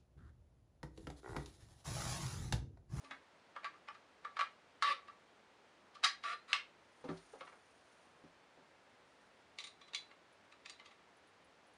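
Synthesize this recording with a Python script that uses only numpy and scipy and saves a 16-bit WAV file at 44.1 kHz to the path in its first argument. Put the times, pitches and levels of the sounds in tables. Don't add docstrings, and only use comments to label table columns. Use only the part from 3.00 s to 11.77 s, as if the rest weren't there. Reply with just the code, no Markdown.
import sys
import numpy as np
from scipy import signal
from scipy.fft import rfft, irfft, next_fast_len
from scipy.io import wavfile
from scipy.ndimage import uniform_filter1d

SR = 44100
rng = np.random.default_rng(int(sys.argv[2]) if len(sys.argv) > 2 else 0)


def materialize(psi):
    bounded = np.clip(np.atleast_2d(psi).T, -1, 1)
    quanta = np.round(bounded * 32767).astype(np.int16)
    wavfile.write(sys.argv[1], SR, quanta)


N = 386757
T = np.arange(SR // 2) / SR
LEAD_S = 0.012
FIRM_DB = -39

# f/Hz, level/dB, t60/s
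SHELL_MODES = [(700, -18.5, 0.023), (896, -17.5, 0.057), (1155.3, 1.5, 0.074), (1219, 0, 0.041),
               (1325, -3, 0.057), (1430, -11.5, 0.044), (1606, -10, 0.024), (1720, -5, 0.028)]
# f/Hz, level/dB, t60/s
CASE_MODES = [(1635, 3, 0.24), (1733, -1, 0.17), (1920, -9, 0.062), (1890, -19, 0.051), (2175, -3.5, 0.2),
              (2390, 0.5, 0.09), (2800, 7, 0.031), (3390, -13, .07), (3220, -2, 0.037), (3813, 6.5, 0.075),
              (4630, -8, 0.065), (4920, -21.5, .06), (5100, -15.5, 0.041)]
# f/Hz, level/dB, t60/s
BOLT_MODES = [(3550, -9.5, 0.06), (3830, -2, .12), (4126, -4.5, 0.18), (4830, -9, 0.08), (6000, -12, 0.065)]
# f/Hz, level/dB
CRACK_SPECTRUM = [(50, -55), (300, -26.5), (500, -13), (800, -5.5), (1100, 0.5), (1500, 2), (2000, 7),
                  (3000, 0), (4300, -0.5), (5500, -8), (7000, -34), (10000, -33), (12000, -59.5)]
# f/Hz, level/dB
EDGE_SPECTRUM = [(1500, -35.5), (4000, 5), (5500, 2), (6800, 2), (7900, -4.5), (9300, -3.5), (10300, -12),
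                 (11500, -54.5), (14000, -25.5), (16000, -42.5)]


def amp(db):
    return 10 ** (np.asarray(db) / 20)


def unit_rms(x):
    return x / np.sqrt(np.mean(x ** 2) + 1e-20)


def unit_energy(x):
    return x / (np.linalg.norm(x) + 1e-20)


def unit_crest(x):
    return x / np.sqrt(uniform_filter1d(x ** 2, 256).max() + 1e-20)


def along(points, hz):
    f, value = np.transpose(points)
    return np.interp(np.log(hz + 1), np.log(f + 1), value)


def coloured(x, spectrum):
    size = 2 * next_fast_len(len(x))
    gain = amp(along(spectrum, np.fft.rfftfreq(size, 1 / SR)))
    cepstrum = irfft(np.log(gain), size)
    cepstrum[1:size // 2] *= 2
    cepstrum[size // 2 + 1:] = 0
    return irfft(rfft(x, size) * np.exp(rfft(cepstrum)), size)[:len(x)]


def through(x, response):
    return signal.fftconvolve(x, response)[:len(T)]


def add(track, at_s, sound):
    part = track[max(round(at_s * SR), 0):][:len(sound)]
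    part += sound[:len(part)]


def rise(tau_s):
    return 1 - np.exp(-T / tau_s)


def on_contact(x):
    return np.pad(x, (round(LEAD_S * SR), 0))[:len(T)]


def ring(modes, scatter_db, pitch=1):
    hz, db, t60_s = np.transpose(modes)[:, :, None]
    gain = amp(db + scatter_db * rng.standard_normal(hz.shape) - 60 * T / t60_s)
    sign = rng.choice([-1, 1], hz.shape)
    return unit_energy(np.sum(sign * gain * np.sin(2 * np.pi * pitch * hz * T), axis=0))


def chatter(t60_s, scuff_db=-60):
    t = T - LEAD_S
    level_db = np.where(t < 0, scuff_db + 14 * t / LEAD_S, -60 * t / t60_s)
    return unit_energy(rng.standard_normal(len(T)) * amp(level_db))


def room(x, wet_db):
    # f/Hz, t60/s
    decay = [(150, 0.24), (800, 0.22), (2000, 0.25), (5000, 0.22), (10000, 0.19)]
    hz, t, noise = signal.stft(rng.standard_normal(len(T)), SR, nperseg=256)
    fade = amp(-60 * t / along(decay, hz)[:, None])
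    tail = signal.istft(noise * fade, SR, nperseg=256)[1][:len(T)]
    return x + amp(wet_db) * through(x, unit_energy(tail * rise(0.00057)))


def hiss():
    # f/Hz, level/dB
    spectrum = [(15, -56.5), (25, -28.5), (76, -5.5), (134, -7.5), (170, -4), (560, 0), (607, -0.5),
                (962, -2), (1070, -2.5), (1940, -6), (4370, -15), (7920, -25.5), (9320, -30), (11600, -45),
                (16000, -48)]
    return amp(-67) * unit_rms(coloured(rng.standard_normal(N), spectrum))


def sleeve_and_ticks():
    # centre t/s, half length/s, level/dB
    sweeps = [(0.0, 0.12, -78.5), (4.27, 0.28, -77), (4.883, 0.26, -82.5), (6.2, 0.25, -94)]
    # f/Hz, level/dB
    cloth_spectrum = [(1500, -11), (4000, -1.5), (6800, 0.5), (7900, -8), (8600, 1.5), (9600, 1),
                      (10400, -6), (11300, -23.5), (16000, -51.5)]
    tick_times = [7.326, 8.167, 8.274, 8.445, 8.669, 8.735]
    # f/Hz, level/dB
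    tick_spectrum = [(6000, -30), (9000, -9), (9700, 5), (10500, -11), (11500, -21), (13000, -50)]
    stir_db, tick_db = -90.5, -78.5
    t = np.arange(N) / SR
    motion = amp(stir_db) + sum(amp(db) * np.exp(-((t - s) / half_s) ** 2) for s, half_s, db in sweeps)
    scratch_db = 2 * unit_rms(uniform_filter1d(rng.standard_normal(N), size=700))
    out = motion * amp(scratch_db) * unit_rms(coloured(rng.standard_normal(N), cloth_spectrum))
    for at_s in tick_times:
        tick = unit_crest(coloured(chatter(t60_s=0.089), tick_spectrum))
        add(out, at_s - LEAD_S, amp(tick_db) * tick)
    return out


def base_ring(focus_hz):
    # f/Hz, level/dB, t60/s
    modes = [(271, 4, 0.3), (268.5, -8.5, 0.14), (381, -3, 0.19), (478, 4, 0.035), (534, 6.5, 0.048),
             (749, -3, 0.17), (850, -11, 0.11)]
    driven = [(hz, db - 20 * abs(np.log2(hz / focus_hz)), t60_s) for hz, db, t60_s in modes]
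    return ring(driven, scatter_db=4.5)


def table_bumps():
    # t/s, level/dB, relative boom level/dB, hardest-driven f/Hz
    landings = [(0.03, -57, -21, 283), (0.112, -58.5, -10, 292), (4.041, -41.5, -13, 490),
                (4.091, -41, -3, 447), (4.109, -55, 7.5, 267), (4.333, -45, -34, 660),
                (4.409, -47, -22, 524), (5.239, -57.5, -2.5, 393), (5.573, -58.5, -13, 496)]
    # f/Hz, level/dB, t60/s
    top_modes = [(50, -26.5, 0.57), (96, -12.5, 0.24), (167, -2, 0.22), (246, 0, 0.15), (291.5, 6, 0.083)]
    # f/Hz, level/dB
    thud_spectrum = [(30, -20), (100, -25), (300, -13), (600, 0.5), (1300, -11), (2000, -20), (6000, -29),
                     (11000, -61)]
    top = sum(amp(db - 60 * T / t60_s) * np.sin(2 * np.pi * hz * T) for hz, db, t60_s in top_modes)
    boom = unit_crest(on_contact(top * rise(0.0027)))
    out = np.zeros(N)
    for at_s, db, boom_db, focus_hz in landings:
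        base = on_contact(base_ring(focus_hz) * rise(0.0034))
        thud = unit_energy(coloured(chatter(t60_s=0.16), thud_spectrum))
        knock = unit_crest(room(base + 0.5 * thud, wet_db=-1.5))
        add(out, at_s - LEAD_S, amp(db - 4.5) * knock + amp(db + boom_db + 1) * boom)
    return out


def contact(db, tilt_db_oct, t60_s, modes, spectrum,
            modes_db, bolt_db, body_db, edge_db, wet_db, detune, bolt_pitch=1):
    scuff_db = min(-12.5 - 0.8 * (db - FIRM_DB), 0)
    grip_pitch = 1 + detune * rng.standard_normal()
    looseness = np.log2(t60_s / 0.04)
    rings = amp(modes_db + 4 * looseness) * ring(modes, scatter_db=3.5, pitch=grip_pitch)
    rings += amp(bolt_db + 11 * looseness) * ring(BOLT_MODES, scatter_db=4.5, pitch=bolt_pitch)
    # f/Hz, level/dB
    rolloff = [(8000, -0.5), (10000, -5.5), (12000, -31)]
    rings = on_contact(coloured(rings, rolloff))
    crack = unit_energy(coloured(chatter(t60_s, scuff_db), spectrum))
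    tilt = [(625, -2 * tilt_db_oct), (10000, 2 * tilt_db_oct)]
    body = coloured(crack + rings, tilt)
    edge = coloured(chatter(t60_s, scuff_db), EDGE_SPECTRUM)
    body = amp(body_db) * unit_crest(room(body, wet_db))
    edge = amp(edge_db + 0.81 * tilt_db_oct + 1.7 * looseness) * unit_crest(room(edge, wet_db))
    return amp(db) * (body + edge)


def shell_ring():
    grip_pitch = 1 + 0.011 * rng.standard_normal()
    return unit_energy(ring(SHELL_MODES, scatter_db=2, pitch=grip_pitch) * rise(0.0052))


def shell_answer():
    return unit_crest(room(on_contact(shell_ring()), wet_db=-8.5))


def bolt_taps():
    # t/s, level/dB, relative shell level/dB, tilt/(dB/oct), rattle t60/s
    blows = [(0.047, -50, -7, 2.5, .037), (0.1098, -35.5, -13.5, -6.5, 0.043),
             (0.563, -36.5, -6.5, -9, 0.019), (0.634, -46, -16, -8, 0.046), (0.6443, -32.5, -5, -5, 0.052),
             (0.741, -56.5, 3, -6, 0.03), (0.8855, -39, -4.5, -5, 0.013), (0.949, -51.5, -0.5, -2, 0.045),
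             (1.2484, -38.5, 2, -7, 0.041), (1.368, -36.5, -1, -4, 0.042), (1.3916, -28, 0, -4, 0.061),
             (1.4092, -26.5, -10, -5, 0.035), (1.8233, -23.5, -2, 0, 0.056),
             (2.082, -47.5, 0.5, -4.5, 0.046), (2.953, -50, -1.5, 6, 0.037),
             (3.0313, -36, -11, -1.5, 0.071), (3.0367, -20, -14, -1.5, 0.089),
             (3.043, -16.5, -10.5, 4.5, 0.058), (3.238, -35.5, -6, 2, 0.036),
             (3.5305, -16, -19, 0.5, 0.018), (4.089, -40.5, -4.5, -8.5, 0.023),
             (4.178, -53.5, -25, 10, 0.033), (4.409, -40, -6, -7, 0.032), (4.4767, -44, -11, -7.5, .028),
             (4.531, -48.5, -25, -14, 0.032)]
    out = np.zeros(N)
    for at_s, db, shell_db, tilt_db_oct, t60_s in blows:
        clack = contact(db, tilt_db_oct, t60_s, CASE_MODES, CRACK_SPECTRUM, modes_db=-10, bolt_db=-14,
                        body_db=-10, edge_db=-25.5, wet_db=-2.5, detune=0.006)
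        shell_gain = amp(db + shell_db - 5)
        add(out, at_s - LEAD_S, clack + shell_gain * shell_answer())
        rebound_s = 0.014 * (1 + 0.1016 * rng.standard_normal())
        add(out, at_s - LEAD_S + rebound_s, shell_gain * amp(-3.5) * shell_answer())
    return out


def squeak(stroke):
    mode_hz = max(SHELL_MODES, key=lambda mode: mode[1])[0]
    drift = unit_rms(uniform_filter1d(rng.standard_normal(len(T)), size=400))
    phase = 2 * np.pi * np.cumsum(mode_hz * (1 + 0.0055 * drift)) / SR
    return unit_energy(stroke * rise(0.004) * np.sin(phase))


def thread_scrapes():
    # start t/s, end t/s, level/dB
    pushes = [(1.840, 1.935, -42), (3.238, 3.346, -49), (3.475, 3.534, -56)]
    ordinary_db, release_s = -50, 0.012
    out = np.zeros(N)
    for start_s, end_s, db in pushes:
        push_db = db - ordinary_db
        rise_s = 0.0041 * amp(-1.6 * push_db)
        stroke = rise(rise_s) * np.clip((end_s - start_s - T) / release_s, 0, 1)
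        ridge_hz = 648 * amp(0.42 * push_db) * (1 + 0.73 * rng.standard_normal(len(T)))
        ticks = np.diff(np.floor(np.cumsum(ridge_hz) / SR), prepend=0)
        force = stroke * (1.1 * unit_rms(ticks) + rng.standard_normal(len(T)))
        scrape = unit_energy(coloured(force, CRACK_SPECTRUM))
        scrape += amp(-14 - 0.58 * push_db) * unit_energy(coloured(force, EDGE_SPECTRUM))
        for part_db, response in ((-18.5, ring(CASE_MODES, scatter_db=10)),
                                  (1, shell_ring()),
                                  (-9 - 0.94 * push_db, ring(BOLT_MODES, scatter_db=2)),
                                  (-19.5 + 0.75 * push_db, base_ring(focus_hz=530))):
            scrape += amp(part_db) * unit_energy(through(force, response))
        sound = room(scrape, wet_db=-4.5)
        sound += amp(-3.5 + 0.94 * push_db) * room(squeak(stroke), wet_db=-16)
        add(out, start_s, amp(db) * np.linalg.norm(stroke) * sound)
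    return out


def loose_bolts():
    # t/s, level/dB, tilt/(dB/oct), rattle t60/s
    clicks = [(6.5863, -31.5, -1.5, .046), (6.6033, -38, -2, 0.13), (6.640, -36.5, 2.5, 0.056),
              (6.671, -42.5, 4, 0.042), (6.814, -47, -6.5, 0.075), (6.883, -51, -2, 0.055),
              (6.934, -36.5, -6, 0.083), (6.947, -24.5, 3, 0.039), (7.114, -45.5, -12, 0.023),
              (7.524, -47.5, -2, 0.022), (7.6589, -36.5, -3, 0.03), (7.6968, -38.5, 5.5, .04),
              (7.798, -42.5, -7.5, 0.028), (7.859, -45.5, 0, 0.038), (7.914, -51, -6, 0.037)]
    # f/Hz, level/dB, t60/s
    steel_modes = [(2045, -2.5, 0.071), (2530, -14, 0.045), (2735, -2.5, 0.096), (3250, -18, 0.059),
                   (3440, 0, 0.15), (3780, 2, 0.099), (3940, -8, 0.19), (4370, -17, 0.071),
                   (5530, -23, 0.073), (7100, -29, 0.067), (8900, -11, 0.13)]
    # f/Hz, level/dB
    chink_spectrum = [(200, -38), (800, -10), (1200, -4), (1550, -2.5), (2100, 12.5), (3000, 6.5),
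                      (4200, 8.5), (5500, -4.5), (7000, -0.5), (10000, -35), (12000, -67)]
    out = np.zeros(N)
    for at_s, db, tilt_db_oct, t60_s in clicks:
        chink = contact(db, tilt_db_oct, t60_s, steel_modes, chink_spectrum, modes_db=-5.5, bolt_db=-6,
                        body_db=-12.5, edge_db=-24.5, wet_db=-4.5, detune=0.0153, bolt_pitch=0.97)
        shell_db = -63 + 0.28 * (db - FIRM_DB)
        add(out, at_s - LEAD_S, chink + amp(shell_db) * shell_answer())
    return out


def radiated(x, corner_hz):
    return signal.sosfilt(signal.butter(2, corner_hz, "high", fs=SR, output="sos"), x)


def scene():
    bolts = radiated(bolt_taps() + loose_bolts() + thread_scrapes(), corner_hz=330)
    return (bolts + table_bumps() + sleeve_and_ticks() + hiss())[None]


def record(dry):
    top_hz = 16000
    return irfft(rfft(dry) * (np.fft.rfftfreq(N, 1 / SR) < top_hz), N)


dry = scene()
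out = record(dry)
materialize(out)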